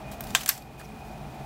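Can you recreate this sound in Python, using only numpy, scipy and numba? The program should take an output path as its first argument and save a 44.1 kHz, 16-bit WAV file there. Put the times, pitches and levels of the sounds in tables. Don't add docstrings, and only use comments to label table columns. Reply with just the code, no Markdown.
import sys
import numpy as np
from scipy import signal
from scipy.fft import rfft, irfft
from scipy.io import wavfile
from scipy.ndimage import uniform_filter1d
from numba import njit

SR = 44100
rng = np.random.default_rng(int(sys.argv[2]) if len(sys.argv) > 2 else 0)


def put_to_file(sound):
    columns = np.atleast_2d(sound).T
    safe = np.clip(columns, -1, 1)
    whole_steps = np.round(safe * 32767)
    wavfile.write(sys.argv[1], SR, whole_steps.astype(np.int16))


def nominal_scale(level):
    x = np.asarray(level, float) / 20
    return 10 ** x


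N = 63945
T = np.arange(N) / SR

# [Hz, dB per Hz]
FAN_AIR = [(12, -43), (20, -14), (96, -12), (134, -5), (459, -16.5), (780, -15.5), (1660, -23.5),
           (2460, -26), (16000, -50)]
# [Hz, Hz, dB]
FAN_RESONANCES = [(57.7, 23, -47.5), (134.7, 16.5, -45.5), (209.4, 19, -48), (263.6, 21.3, -56),
                  (334, 65, -55), (428.2, 20, -56.5), (636, 37.5, -53), (765, 139, -47), (2463, 66, -56.5)]
# [Hz, dB per Hz]
PAPER_SPECTRUM = [(500, 4.5), (1500, 4.5), (4000, 2), (9000, -1.5), (15500, -1)]
# [s, dB]
RUSTLE_LEVEL = [
    (0.0, -60),
    (0.18, -57.5),
    (0.35, -46),
    (0.416, -29),
    (0.456, -56),
    (0.548, -61),
    (0.592, -58),
    (0.818, -53),
    (1.0, -54),
    (1.45, -56.5),
]
# [s, s, dB, 0-1]
SLIDES = [
    (0.115, .025, -57, 1),
    (0.204, 0.095, -58, 1),
    (0.34, 0.0045, -44, 0.4),
    (0.542, .032, -44, 1),
    (0.776, 0.015, -49.5, .9),
    (0.793, 0.019, -49, 0.5),
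    (0.827, 0.024, -51.5, .8),
    (0.978, 0.013, -68, .9),
    (1.04, 0.036, -68, .9),
]
# [s, Hz, Hz per s, dB, s]
DISC_CHIRP = (.4075, 3300, -85000, -31, .008)
# [s, Hz, Hz per s, dB, s]
SQUEAKS = [
    (0.432, 6470, 1, -34, .009),
    (.618, 4500, 0, -50, .011),
    (0.796, 1660, 0.0051, -40, .008),
    (0.803, 1590, 0, -42.5, 0.011),
    (.843, 5550, 0.01, -47, 0.019),
]
TICK_TIMES = (.114, .2069, .2071, .2378, .2693, .3045, .367, .4085, .4325, .4605, .4605, .4772, .510, .5775,
              .622, .8135, .796, .861)
# [dB, Hz, dB, s, dB]
TICKS = [(-41.5, 5000, -70, 0.17, -50), (-37, 1380, -36.5, 0.032, -28.5), (-50, 13800, -24.5, .012, -14.5),
         (-36.5, 15000, -38, 0.039, -32), (-39, 5600, -55, .04, -50), (-36.5, 7500, -42, 0.034, -46),
         (-30, 3900, -38, 0.083, -30), (-28, 21000, -46, 0.036, -50), (-28.5, 7900, -53, 0.067, -40),
         (-19, 7700, -20, 0.014, -19), (-27.5, 1640, -31.5, 0.053, -27), (-25, 7500, -25, 0.18, -34),
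         (-28, 1930, -38, 0.099, -40), (-31, 7500, -36, 0.021, -25), (-40, 12000, -47, .02, -50),
         (-50, 1400, -39, 0.032, -25), (-45, 9300, -46, 0.044, -58), (-75, 630, -56, 0.016, -49)]
SNAP_TIMES = [
    .3497,
    .4904,
]
# [dB, Hz]
SNAP_BLOWS = [
    (-1.5, 2500),
    (-6, 5000),
]
# [dB, dB, s]
SNAP_LEVELS = [
    (-14, -16, 0.11),
    (-10.5, -8, 0.044),
]
# [Hz, dB, s]
CASE_MODES = [(705, -10, 0.083), (1090, 0, 0.02), (1560, -0.5, 0.058), (2040, -18, 0.024), (2340, -3, .03),
              (2530, -15, 0.025), (3156, 3, 0.041), (3564, -5.5, 0.11), (3940, -4, 0.041),
              (5090, -8, 0.043), (6100, -4.5, .03), (7520, 8.5, 0.013), (7560, -6, 0.028),
              (12140, -6, 0.032)]
HUB_MODES = [(1142, -13, .07), (1588, -12, 0.076), (1747, -10, 0.067), (2190, -19, 0.05), (4133, -4, 0.029),
             (4240, -8, 0.048), (6130, -19, 0.039), (7800, -5.5, 0.041), (9270, 4, 0.0077),
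             (11600, -21, .02), (13440, -14, .02), (13120, 1, 0.028), (14020, 8.5, 0.0067)]
# [Hz, dB per Hz]
CASE_RATTLE = [(400, -18), (750, -4.5), (1500, -2), (3200, -4), (4700, -7.5), (7500, -3), (12500, -22),
               (16000, -12.5)]
HUB_RATTLE = [(500, -39), (950, -41), (1150, -5.5), (2400, -4), (5000, 0.5), (8500, -7.5), (13500, 0),
              (16000, -13)]


def unit(x):
    return x / np.sqrt(np.mean(x ** 2))


def colour(x, points):
    hz, db = np.array(points).T
    f = np.fft.rfftfreq(len(x), 1 / SR) + 1
    gain = nominal_scale(np.interp(np.log(f), np.log(hz), db))
    return unit(irfft(rfft(x) * gain, len(x)))


def band(x, hz, width):
    return signal.lfilter(*signal.iirpeak(min(hz, 19000), max(hz / width, 0.5), fs=SR), x)


def highpass(x, order, hz):
    return signal.sosfilt(signal.butter(order, hz, "high", fs=SR, output="sos"), x)


def fall(start, t60, attack=0.0002):
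    t = np.maximum(T - start, 0)
    return (1 - np.exp(-t / attack)) * nominal_scale(-60 * t / t60)


def walk(rate):
    k = int(SR / rate)
    steps = np.repeat(rng.standard_normal(N // k + 1), k)
    return 1.48 * uniform_filter1d(uniform_filter1d(steps, k), k)[:N]


def crackle(spread_db):
    strength = np.minimum(rng.exponential(size=N // 16 + 1), 4)
    return rng.standard_normal(N) * nominal_scale(spread_db * np.repeat(strength, 16)[:N])


def click(start, hz):
    t = np.maximum(T - start, 0)
    return -np.sin(2 * np.pi * hz * t) * np.exp(-(t * hz) ** 2)


@njit
def follow(x, up, down, start):
    e, out = start, np.empty(len(x))
    for i in range(len(x)):
        e += (x[i] - e) * (up if x[i] > e else down)
        out[i] = e
    return out


def fan():
    out = nominal_scale(-44) * colour(rng.standard_normal(N), FAN_AIR)
    for hz, width, db in FAN_RESONANCES:
        tone = band(band(rng.standard_normal(N), hz, width), hz, 2 * width)
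        out = out + nominal_scale(db + 1.22 * walk(6)) * unit(tone)
    return out


def room(source):
    dull_hz, t60 = 6050, 0.28
    noise = band(rng.standard_normal(N), dull_hz, 2 * dull_hz)
    tail = (noise * fall(0.0016, t60, 0.0033))[:SR // 2]
    return signal.fftconvolve(source, tail / np.sqrt(np.sum(tail ** 2)))[:N]


def rustle():
    grain = nominal_scale(1.36 * walk(60.37)) * colour(crackle(1.0), PAPER_SPECTRUM)
    dull = unit(band(grain, 4500, 9000))
    times, levels = np.array(RUSTLE_LEVEL).T
    out = nominal_scale(np.interp(T, times, levels) - 2.5) * grain
    for start, length, db, bright in SLIDES:
        rise = (T - start) / 0.008
        release = (start + length - T) / 0.021 + 1
        env = np.clip(np.minimum(rise, release), 0, 1)
        out = out + nominal_scale(db) * env * (bright * grain + (1 - bright) * dull)
    return out


def squeaks():
    out, rough = 0, nominal_scale(2.2 * walk(1200))
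    drift = np.cumsum(0.05 * walk(1500)) / SR
    for start, hz, glide, db, length in [DISC_CHIRP, *SQUEAKS]:
        t = np.clip(T - start, 0, length)
        cycles = hz * (t + drift) + glide * t * t / 2
        out = out + nominal_scale(db) * rough * np.sin(np.pi * t / length) * np.sin(2 * np.pi * cycles)
    return out


def ticks():
    broad, white = colour(crackle(1.0), PAPER_SPECTRUM), rng.standard_normal(N)
    out = 0
    for start, (db, hz, ring_db, t60, click_db) in zip(TICK_TIMES, TICKS):
        ring = unit(band(white, hz, 0.1 * hz))
        out = out + nominal_scale(click_db) * click(start, hz)
        out = out + fall(start, t60) * (nominal_scale(db) * broad + nominal_scale(ring_db) * ring)
    return highpass(out, 2, 1230)


def snap(start, blow, levels, modes, rattle_spectrum):
    blow_db, blow_hz = blow
    ring_db, rattle_db, rattle_t60 = levels
    t = np.maximum(T - start, 0)
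    ring = 0
    for k, (hz, db, t60) in enumerate(modes):
        drift = np.cumsum(0.03 * walk(1500) * (t > 0)) / SR
        ring = ring + (-1) ** k * nominal_scale(db - 60 * t / t60) * np.sin(2 * np.pi * hz * (t + drift))
    crack = nominal_scale(blow_db) * (click(start, blow_hz) + nominal_scale(-17) * click(start, 3 * blow_hz))
    rattle = fall(start + 0.0002, rattle_t60, 0.00023) * colour(rng.standard_normal(N), rattle_spectrum)
    return np.array([nominal_scale(ring_db) * ring, crack + nominal_scale(rattle_db) * rattle])


def scene():
    case = snap(SNAP_TIMES[0], SNAP_BLOWS[0], SNAP_LEVELS[0], CASE_MODES, CASE_RATTLE)
    hub = snap(SNAP_TIMES[1], SNAP_BLOWS[1], SNAP_LEVELS[1], HUB_MODES, HUB_RATTLE)
    ring, hits = case + hub
    ring = ring + squeaks()
    hits = hits + ticks()
    wet = room(hits + nominal_scale(-9) * ring)
    near = highpass(ring + hits + nominal_scale(-16) * wet, 4, 556)
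    return (near + rustle() + fan())[None]


def band_limit(x):
    return signal.sosfilt(signal.butter(12, 16800, fs=SR, output="sos"), x)


def record(dry):
    attack_s, release_s, ratio = 0.06, 0.38, 2.025
    top = float(nominal_scale(-37))
    level = follow(np.abs(dry[0]), 1 / (attack_s * SR), 1 / (release_s * SR), top)
    ducked = dry * np.minimum(top / level, 1) ** (1 - 1 / ratio)
    mix = signal.sosfilt(signal.ellip(8, 0.3, 45, 15750, fs=SR, output="sos"), ducked)
    return band_limit(mix)


dry = scene()
out = record(dry)
put_to_file(out)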